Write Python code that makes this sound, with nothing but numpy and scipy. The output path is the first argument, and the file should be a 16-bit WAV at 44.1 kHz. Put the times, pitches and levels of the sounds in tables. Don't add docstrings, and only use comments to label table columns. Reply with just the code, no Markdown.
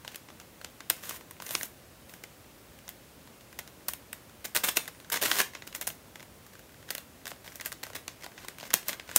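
import sys
import numpy as np
from scipy import signal
from scipy.fft import rfft, irfft, next_fast_len
from scipy.io import wavfile

SR = 44100
rng = np.random.default_rng(int(sys.argv[2]) if len(sys.argv) > 2 else 0)


def transcribe(u):
    v = np.clip(np.atleast_2d(u).T, -1, 1)
    q = np.round(v * 32767).astype(np.int16)
    wavfile.write(sys.argv[1], SR, q)


N = 404838

# (frequency [Hz], relative spectral density [dB])
AIR_SPECTRUM = [(15, -42), (28, -26), (50, -8), (62, -4), (164, -5), (195, -6.5), (259, -6), (407, -10.5),
                (572, -9), (679, -13.5), (1100, -16), (1880, -18.5), (2570, -19.5), (4290, -23),
                (10000, -25), (15800, -24.5)]
# (frequency [Hz], t60 [s])
ROOM_DECAY = [(300, 0.27), (800, 0.25), (2000, 0.25), (5500, 0.23), (14600, 0.21)]
# (frequency [Hz], relative level [dB], t60 [s])
SPRING_MODES = [(2760, 9, .07), (2640, 0, .16), (4172, -12, .3), (6754, -11, .3), (9160, -14, .75),
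                (9164, -19, .75)]
# (frequency [Hz], bandwidth [Hz], gain [dB])
SHELL_MODES = [(127, 114, -11), (197, 25, -1), (309, 94, -1), (625, 264, 1), (1087, 260, 1), (1538, 236, 2),
               (2010, 340, 0), (2680, 625, -2.5), (3570, 970, -5), (4324, 520, -2), (4840, 1380, -6),
               (6950, 1720, -4.5), (8420, 1410, -2), (10040, 2470, -3), (11510, 1770, -1.5),
               (14140, 2650, -3.5)]
# (start [s], end [s], gain at start [dB], gain at end [dB], extra sharp-band gain [dB])
LAYER_SLIDES = [(.065, 0.153, -56, -51, -5), (0.955, 1.03, -50, -50, 0), (1.029, 1.175, -41.5, -43, 2),
                (1.412, 1.557, -56, -36.5, 6.5), (1.56, 1.662, -47, -48, 10), (2.088, 2.185, -56, -65, 7),
                (4.445, 4.455, -37, -34, 3), (4.554, 4.578, -21.5, -32.5, 3.5), (4.638, 4.659, -20, -27, 2),
                (4.659, 4.695, -38.5, -26.5, 5.5), (4.686, 4.702, -23.5, -43, -3),
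                (4.757, 4.778, -35, -24, 3.5), (4.83, 4.878, -52, -53, -3),
                (5.119, 5.177, -27.5, -32.5, -2.5), (5.215, 5.266, -24.5, -26.5, 0.5),
                (5.267, 5.407, -31, -28.5, 0), (5.388, 5.418, -22, -35, -3), (5.413, 5.443, -26, -55, 3),
                (5.523, 5.578, -55, -46, -18), (5.745, 5.768, -41, -42, 5), (5.817, 5.831, -31, -36, 0),
                (5.871, 5.893, -41, -35.5, 4), (6.88, 7.027, -57, -56, 0), (7.262, 7.312, -61, -46, 5),
                (7.441, 7.575, -51, -57, 0), (7.646, 7.684, -42, -40, 0), (7.86, 7.923, -52, -63, 3),
                (7.952, 7.969, -30.5, -37.5, -1.5), (8.206, 8.267, -49, -58, -7),
                (8.36, 8.455, -51.5, -45, -11), (8.593, 8.681, -57, -45, -1), (8.738, 8.75, -20.5, -42, -4),
                (8.855, 8.896, -55, -28.5, 1), (8.89, 8.953, -36, -44.5, -6),
                (9.058, 9.152, -54, -42.5, -8), (9.15, 9.185, -42, -38, 3)]
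# (time [s], middle-band peak [dB], sharp crack against that peak [dB], piece pitch [Hz])
PIECE_CATCHES = [(0.0481, -36, -8, 970), (.0775, -27, -7, 3140), (.117, -49, 0, 1530),
                 (0.1454, -38, -2, 2900), (0.1575, -35, 7, 3520), (0.2861, -42, -19, 1190),
                 (.3017, -45, -16, 1150), (.3993, -38.5, -1, 5500), (.4127, -50, -3, 1130),
                 (.6132, -37.5, -7, 1110), (0.6455, -28, -7, 3730), (.8043, -33, -14, 1600),
                 (0.8995, -15, 6, 2850), (0.9052, -20.5, -1, 4340), (1.0354, -40, -12, 1730),
                 (1.093, -32.5, 10.5, 6190), (1.1083, -30, -11, 1140), (1.209, -43, -6, 990),
                 (1.3094, -41.5, 7, 1010), (1.4004, -35.5, -10, 980), (1.421, -33, 1, 1020),
                 (1.464, -34, -2, 6230), (1.491, -31.5, -1, 6130), (1.5075, -29, 8, 1580),
                 (1.5509, -15, -5, 5170), (1.61, -27.5, -8, 1690), (1.6311, -25, 6.5, 5500),
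                 (2.094, -41, -6, 2700), (2.1376, -40, -2, 1870), (2.2372, -32.5, -1, 2150),
                 (2.7879, -48.5, 3, 2790), (2.879, -34.5, -5, 6450), (2.8903, -33, 6.5, 3430),
                 (3.2736, -48, -8, 1880), (3.409, -51, -8, 2830), (3.5273, -41, -7, 1680),
                 (3.5891, -28, 1, 2060), (3.5931, -33, 0.5, 2040), (3.6757, -38, -4, 5800),
                 (3.8836, -22, 10.5, 5000), (3.888, -31, 10, 1120), (3.9346, -30, 7, 2650),
                 (4.1291, -28.5, 6, 1900), (4.2953, -47, -8, 1380), (4.4436, -44, -3, 3020),
                 (4.4513, -28, -1, 3610), (4.456, -32, 9, 5020), (4.549, -23, 5, 2730),
                 (4.5628, -14.5, 1.5, 2800), (4.5718, -18, -2, 5000), (4.639, -37, -4, 4080),
                 (4.686, -21, -9, 2870), (4.7695, -12, -2, 2620), (4.856, -42, -6, 1980),
                 (4.8778, -30.5, 3, 1930), (4.8826, -38, -5, 1240), (5, -41, -3, 1610),
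                 (5.046, -45, -15, 1540), (5.1,  -30.5, 5, 1560), (5.1215, -28, 11, 5000),
                 (5.1282, -27, 6, 6550), (5.141, -20, -2, 1930), (5.16, -25, -11, 1560),
                 (5.1718, -22.5, -19, 1910), (5.215, -26, -6, 3070), (5.2255, -21.5, -1, 600),
                 (5.2358, -25, -8, 6400), (5.257, -19.5, -3, 2200), (5.2676, -32, -9, 2570),
                 (5.3141, -10, -10, 3160), (5.367, -32, 2, 2130), (5.386, -22, -6, 1600),
                 (5.4012, -15.5, -6, 1440), (5.4153, -23, -6, 6360), (5.535, -45, -5, 1900),
                 (5.55, -30, -16, 2100), (5.6212, -33, -22, 1990), (5.6696, -42, 3, 1550),
                 (5.6746, -36, 1, 2240), (5.7264, -38, -9, 2580), (5.7493, -28, 3, 6340),
                 (5.812, -28.5, 6.5, 1540), (5.87, -26, 5, 6500), (5.8747, -28, 13.5, 1580),
                 (5.9016, -33.5, -3, 3300), (6.156, -34.5, -7, 2580), (6.1962, -42, -10, 2170),
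                 (6.204, -41, -5, 2020), (6.2271, -43, 2, 1890), (6.4647, -49.5, 6, 1270),
                 (6.5333, -49, -2, 1660), (6.5526, -47, -8, 1600), (6.592, -47, 3, 1570),
                 (6.8266, -47, -15, 1940), (6.882, -48, -6, 1980), (6.889, -38, -13, 1500),
                 (6.9046, -22, 0, 4370), (6.9085, -32.5, 10, 1970), (6.95, -27.5, 5, 2020),
                 (6.9802, -29, 4, 3680), (7.255, -30, -4, 5530), (7.2678, -30, -5, 1550),
                 (7.277, -33, 5.5, 4240), (7.3054, -39, -6, 5860), (7.3151, -34.5, -10, 630),
                 (7.4456, -48, -14, 1550), (7.462, -45, -8, 1000), (7.4768, -37, -10, 2320),
                 (7.5202, -44, -6, 1960), (7.556, -36.5, 8, 5800), (7.598, -32, -12, 1930),
                 (7.61, -32, 4, 5790), (7.6133, -35, -6, 1900), (7.651, -39, 2, 6460),
                 (7.6589, -27.5, 8, 1920), (7.719, -30, -1, 1980), (7.7254, -29.5, -2, 5370),
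                 (7.831, -30, -4, 1600), (7.8348, -27, 0, 5260), (7.851, -43, -2, 2100),
                 (7.8662, -39, -4, 633), (7.9002, -43.5, -6, 530), (7.9325, -39, -4, 1950),
                 (7.949, -41, 3, 5710), (7.9632, -33, -6, 1700), (8.0792, -22.5, -7, 5800),
                 (8.223, -41, -6, 2290), (8.234, -39, -6, 1960), (8.2415, -32.5, -5, 4570),
                 (8.262, -35.5, -6, 750), (8.317, -45.5, -10, 1500), (8.378, -34.5, -20, 2080),
                 (8.447, -39.5, -2, 1050), (8.4836, -27.5, 1, 1490), (8.584, -33.5, -3, 2300),
                 (8.599, -37, -12, 2610), (8.6088, -37, -16, 4620), (8.6287, -36, -14, 610),
                 (8.6366, -40, -16, 1580), (8.6522, -37.5, -10, 2030), (8.7044, -30.5, -1, 2010),
                 (8.71, -31.5, -16, 1670), (8.733, -26, 0, 1600), (8.738, -36, 0, 2780),
                 (8.7392, -10, 4, 6600), (8.8285, -41, -10, 2740), (8.8829, -25.5, 10.5, 5180),
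                 (8.892, -25, -5, 2030), (8.9296, -26, -13, 3040), (8.997, -28, -18, 2190),
                 (9.0765, -47, -7, 1470), (9.0908, -38, -18, 665), (9.0974, -42, -6, 1180),
                 (9.1132, -32.5, -4, 1570), (9.1609, -11.5, 9, 7100), (9.1625, -24, 15, 6800),
                 (9.1697, -32, 16, 4960)]

USUAL_DB, USUAL_HZ = -33, 2000


def amp(db):
    return 10 ** (np.asarray(db) / 20)


def unit(x):
    return x / np.sqrt(np.mean(x ** 2) + 1e-20)


def along(points, hz):
    freqs, values = np.transpose(points)
    return np.interp(np.log(hz + 1), np.log(freqs + 1), values)


def filtered(x, response):
    n = x.shape[-1]
    padded = next_fast_len(n + 4096)
    return irfft(rfft(x, padded) * response(np.fft.rfftfreq(padded, 1 / SR)), padded)[..., :n]


def bands(x, low_hz=2000, high_hz=7000):
    low = lambda hz: 1 / (1 + (hz / low_hz) ** 4)
    high = lambda hz: 1 - 1 / (1 + (hz / high_hz) ** 6)
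    return filtered(x, low), filtered(x, lambda hz: 1 - low(hz) - high(hz)), filtered(x, high)


def place(rows, starts_s):
    index = np.round(starts_s * SR).astype(int)[:, None] + np.arange(rows.shape[1])
    return np.bincount(index.ravel(), rows.ravel(), N + rows.shape[1])[:N]


def air(noise_db=-53.5, whine_db=-80, whine_hz=14906):
    noise = unit(filtered(rng.standard_normal(N), lambda hz: amp(along(AIR_SPECTRUM, hz))))
    whine = np.sqrt(2) * np.sin(2 * np.pi * whine_hz * np.arange(N) / SR)
    return amp(noise_db) * noise + amp(whine_db) * whine


def room(x, gap_s=0.004, stretch=6000):
    out = np.zeros(N + SR)
    for start in range(0, N, stretch):
        hz, t, spectra = signal.stft(rng.standard_normal(SR // 3), SR, nperseg=128)
        decay = amp(-60 * t / along(ROOM_DECAY, hz)[:, None])
        tail = signal.istft(spectra * decay, SR, nperseg=128)[1]
        wet = signal.fftconvolve(x[start:start + stretch], tail / np.linalg.norm(tail))
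        out[start + int(gap_s * SR):][:len(wet)] += wet
    return out[:N]


def spring(struck_s=4.77, level_db=-36):
    t = np.clip(np.arange(N) / SR - struck_s, 0, None)
    return sum(amp(level_db + db - 60 * t / t60) * np.sin(2 * np.pi * hz * t)
               for hz, db, t60 in SPRING_MODES)


def resonance(hz, centre, width):
    return 1j * hz * width / (centre ** 2 - hz ** 2 + 1j * hz * width)


def shell(hz, extra_db=0):
    centre, width, db = np.transpose(SHELL_MODES)[..., None]
    signs = (-1) ** np.arange(len(SHELL_MODES))[:, None]
    return amp(db[:, 0] + extra_db) @ (signs * resonance(hz, centre, width))


def friction(grains_per_s=1100, spread_db=3, grain_t60=0.0037):
    slips = rng.random(N) < grains_per_s / SR
    sizes = amp(spread_db * rng.standard_normal(N))
    puff = amp(-60 * np.arange(200) / SR / grain_t60)
    grit = unit(signal.fftconvolve(slips * sizes, puff)[:N] * rng.standard_normal(N))
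    rub = filtered(grit + rng.standard_normal(N), shell)
    return [unit(band) for band in bands(rub)]


def slides(hollow, middle, sharp, edge_s=0.0038):
    t, out = np.arange(N) / SR, np.zeros(N)
    for start, end, first_db, last_db, sharp_db in LAYER_SLIDES:
        span = slice(int((start - edge_s) * SR), int((end + edge_s) * SR))
        gate = np.clip(np.minimum(t[span] - start, end - t[span]) / (2 * edge_s) + 0.5, 0, 1)
        gain = amp(np.interp(t[span], (start, end), (first_db, last_db)))
        mix = amp(-13) * hollow[span] + amp(-9.5) * middle[span] + amp(sharp_db - 8) * sharp[span]
        out[span] += gate * gain * mix
    return out


def chatter(hollow, middle, sharp, t60=0.04):
    times, peak_db, crack_db, _ = np.transpose(PIECE_CATCHES)
    level_db = -47.5 + 0.5537 * (peak_db - USUAL_DB)
    t = np.arange(SR // 10) / SR
    envelope = lambda db: place(amp(db[:, None] - 60 * t / t60), times)
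    return envelope(level_db) * (amp(-3.5) * hollow + middle) + envelope(level_db + crack_db - 2.5) * sharp


def loose_ticks(per_s=3):
    count = int(per_s * N / SR)
    level, crack, pitch = rng.standard_normal((count, 3)).T
    times = rng.random(count) * N / SR
    return np.transpose([times, -52 + 2.5 * level, -8 + 4 * crack, 1800 * 2 ** (0.12 * pitch)])


def knock_db(peak_db, piece_hz, large_hz=1700):
    db = -5.5 - 0.1016 * (peak_db - USUAL_DB) - 1.5 * np.log2(piece_hz / USUAL_HZ)
    return db + 5.5 * np.clip(np.log2(large_hz / piece_hz), 0, 1)


def contact(noise, lead_s, scuff_db=-17, rise_s=0.00064, fall_s=0.01):
    t = np.arange(noise.shape[1]) / SR
    since_hit = np.clip(t - lead_s, 0, None)
    scuff = amp(scuff_db) * np.minimum(t / lead_s, 1)
    attack = 1 - np.exp(-(since_hit / rise_s) ** 2)
    envelope = (attack + scuff) * amp(-60 * since_hit / fall_s)
    spectrum = rfft(noise * envelope)
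    whitened = irfft(spectrum / np.abs(spectrum))
    return whitened * envelope ** 0.5


def clicks(lead_s=0.0025, piece_q=4, scatter_db=2.5, length=1024):
    times, peak_db, crack_db, piece_hz = np.vstack([PIECE_CATCHES, loose_ticks()]).T
    noise, scatter = np.hsplit(rng.standard_normal((len(times), length + len(SHELL_MODES))), [length])
    pitch = piece_hz[:, None]
    ring = amp(6 - 0.27 * (peak_db[:, None] - USUAL_DB))
    piece = lambda hz: 1 + ring * resonance(hz, pitch, pitch / piece_q)
    rung = filtered(contact(noise, lead_s), lambda hz: piece(hz) * shell(hz, scatter_db * scatter))
    impulses = np.tile(signal.unit_impulse(length, 100), (len(times), 1))
    even = filtered(impulses, lambda hz: piece(hz) ** 0.5 * shell(hz))
    band_db = (peak_db + knock_db(peak_db, piece_hz), peak_db, peak_db + crack_db)
    direct, around = np.zeros(N), np.zeros(N)
    for band, even_band, db in zip(bands(rung), bands(even), band_db):
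        band = band / np.abs(band).max(1, keepdims=True)
        even_band = even_band / even_band.std(1, keepdims=True) * band.std(1).mean()
        gain = amp(db)[:, None]
        direct += place(gain * band, np.abs(times - lead_s))
        around += place(gain * even_band, times)
    return direct, around


def scene():
    snap, around = clicks()
    rub_bands = friction()
    rub = slides(*rub_bands) + chatter(*rub_bands)
    reverberation = room(amp(-12) * around + amp(-8) * rub)
    return (air() + reverberation + spring() + rub + snap)[None]


def record(dry, shelf_hz=15850, shelf_db=-30, limit_hz=16855):
    step = lambda hz: np.clip((hz - shelf_hz) / 250 + 0.5, 0, 1)
    edge = lambda hz: np.clip((limit_hz - hz) / 100, 0, 1)
    return filtered(dry, lambda hz: amp(shelf_db * step(hz)) * edge(hz))


dry = scene()
out = record(dry)
transcribe(out)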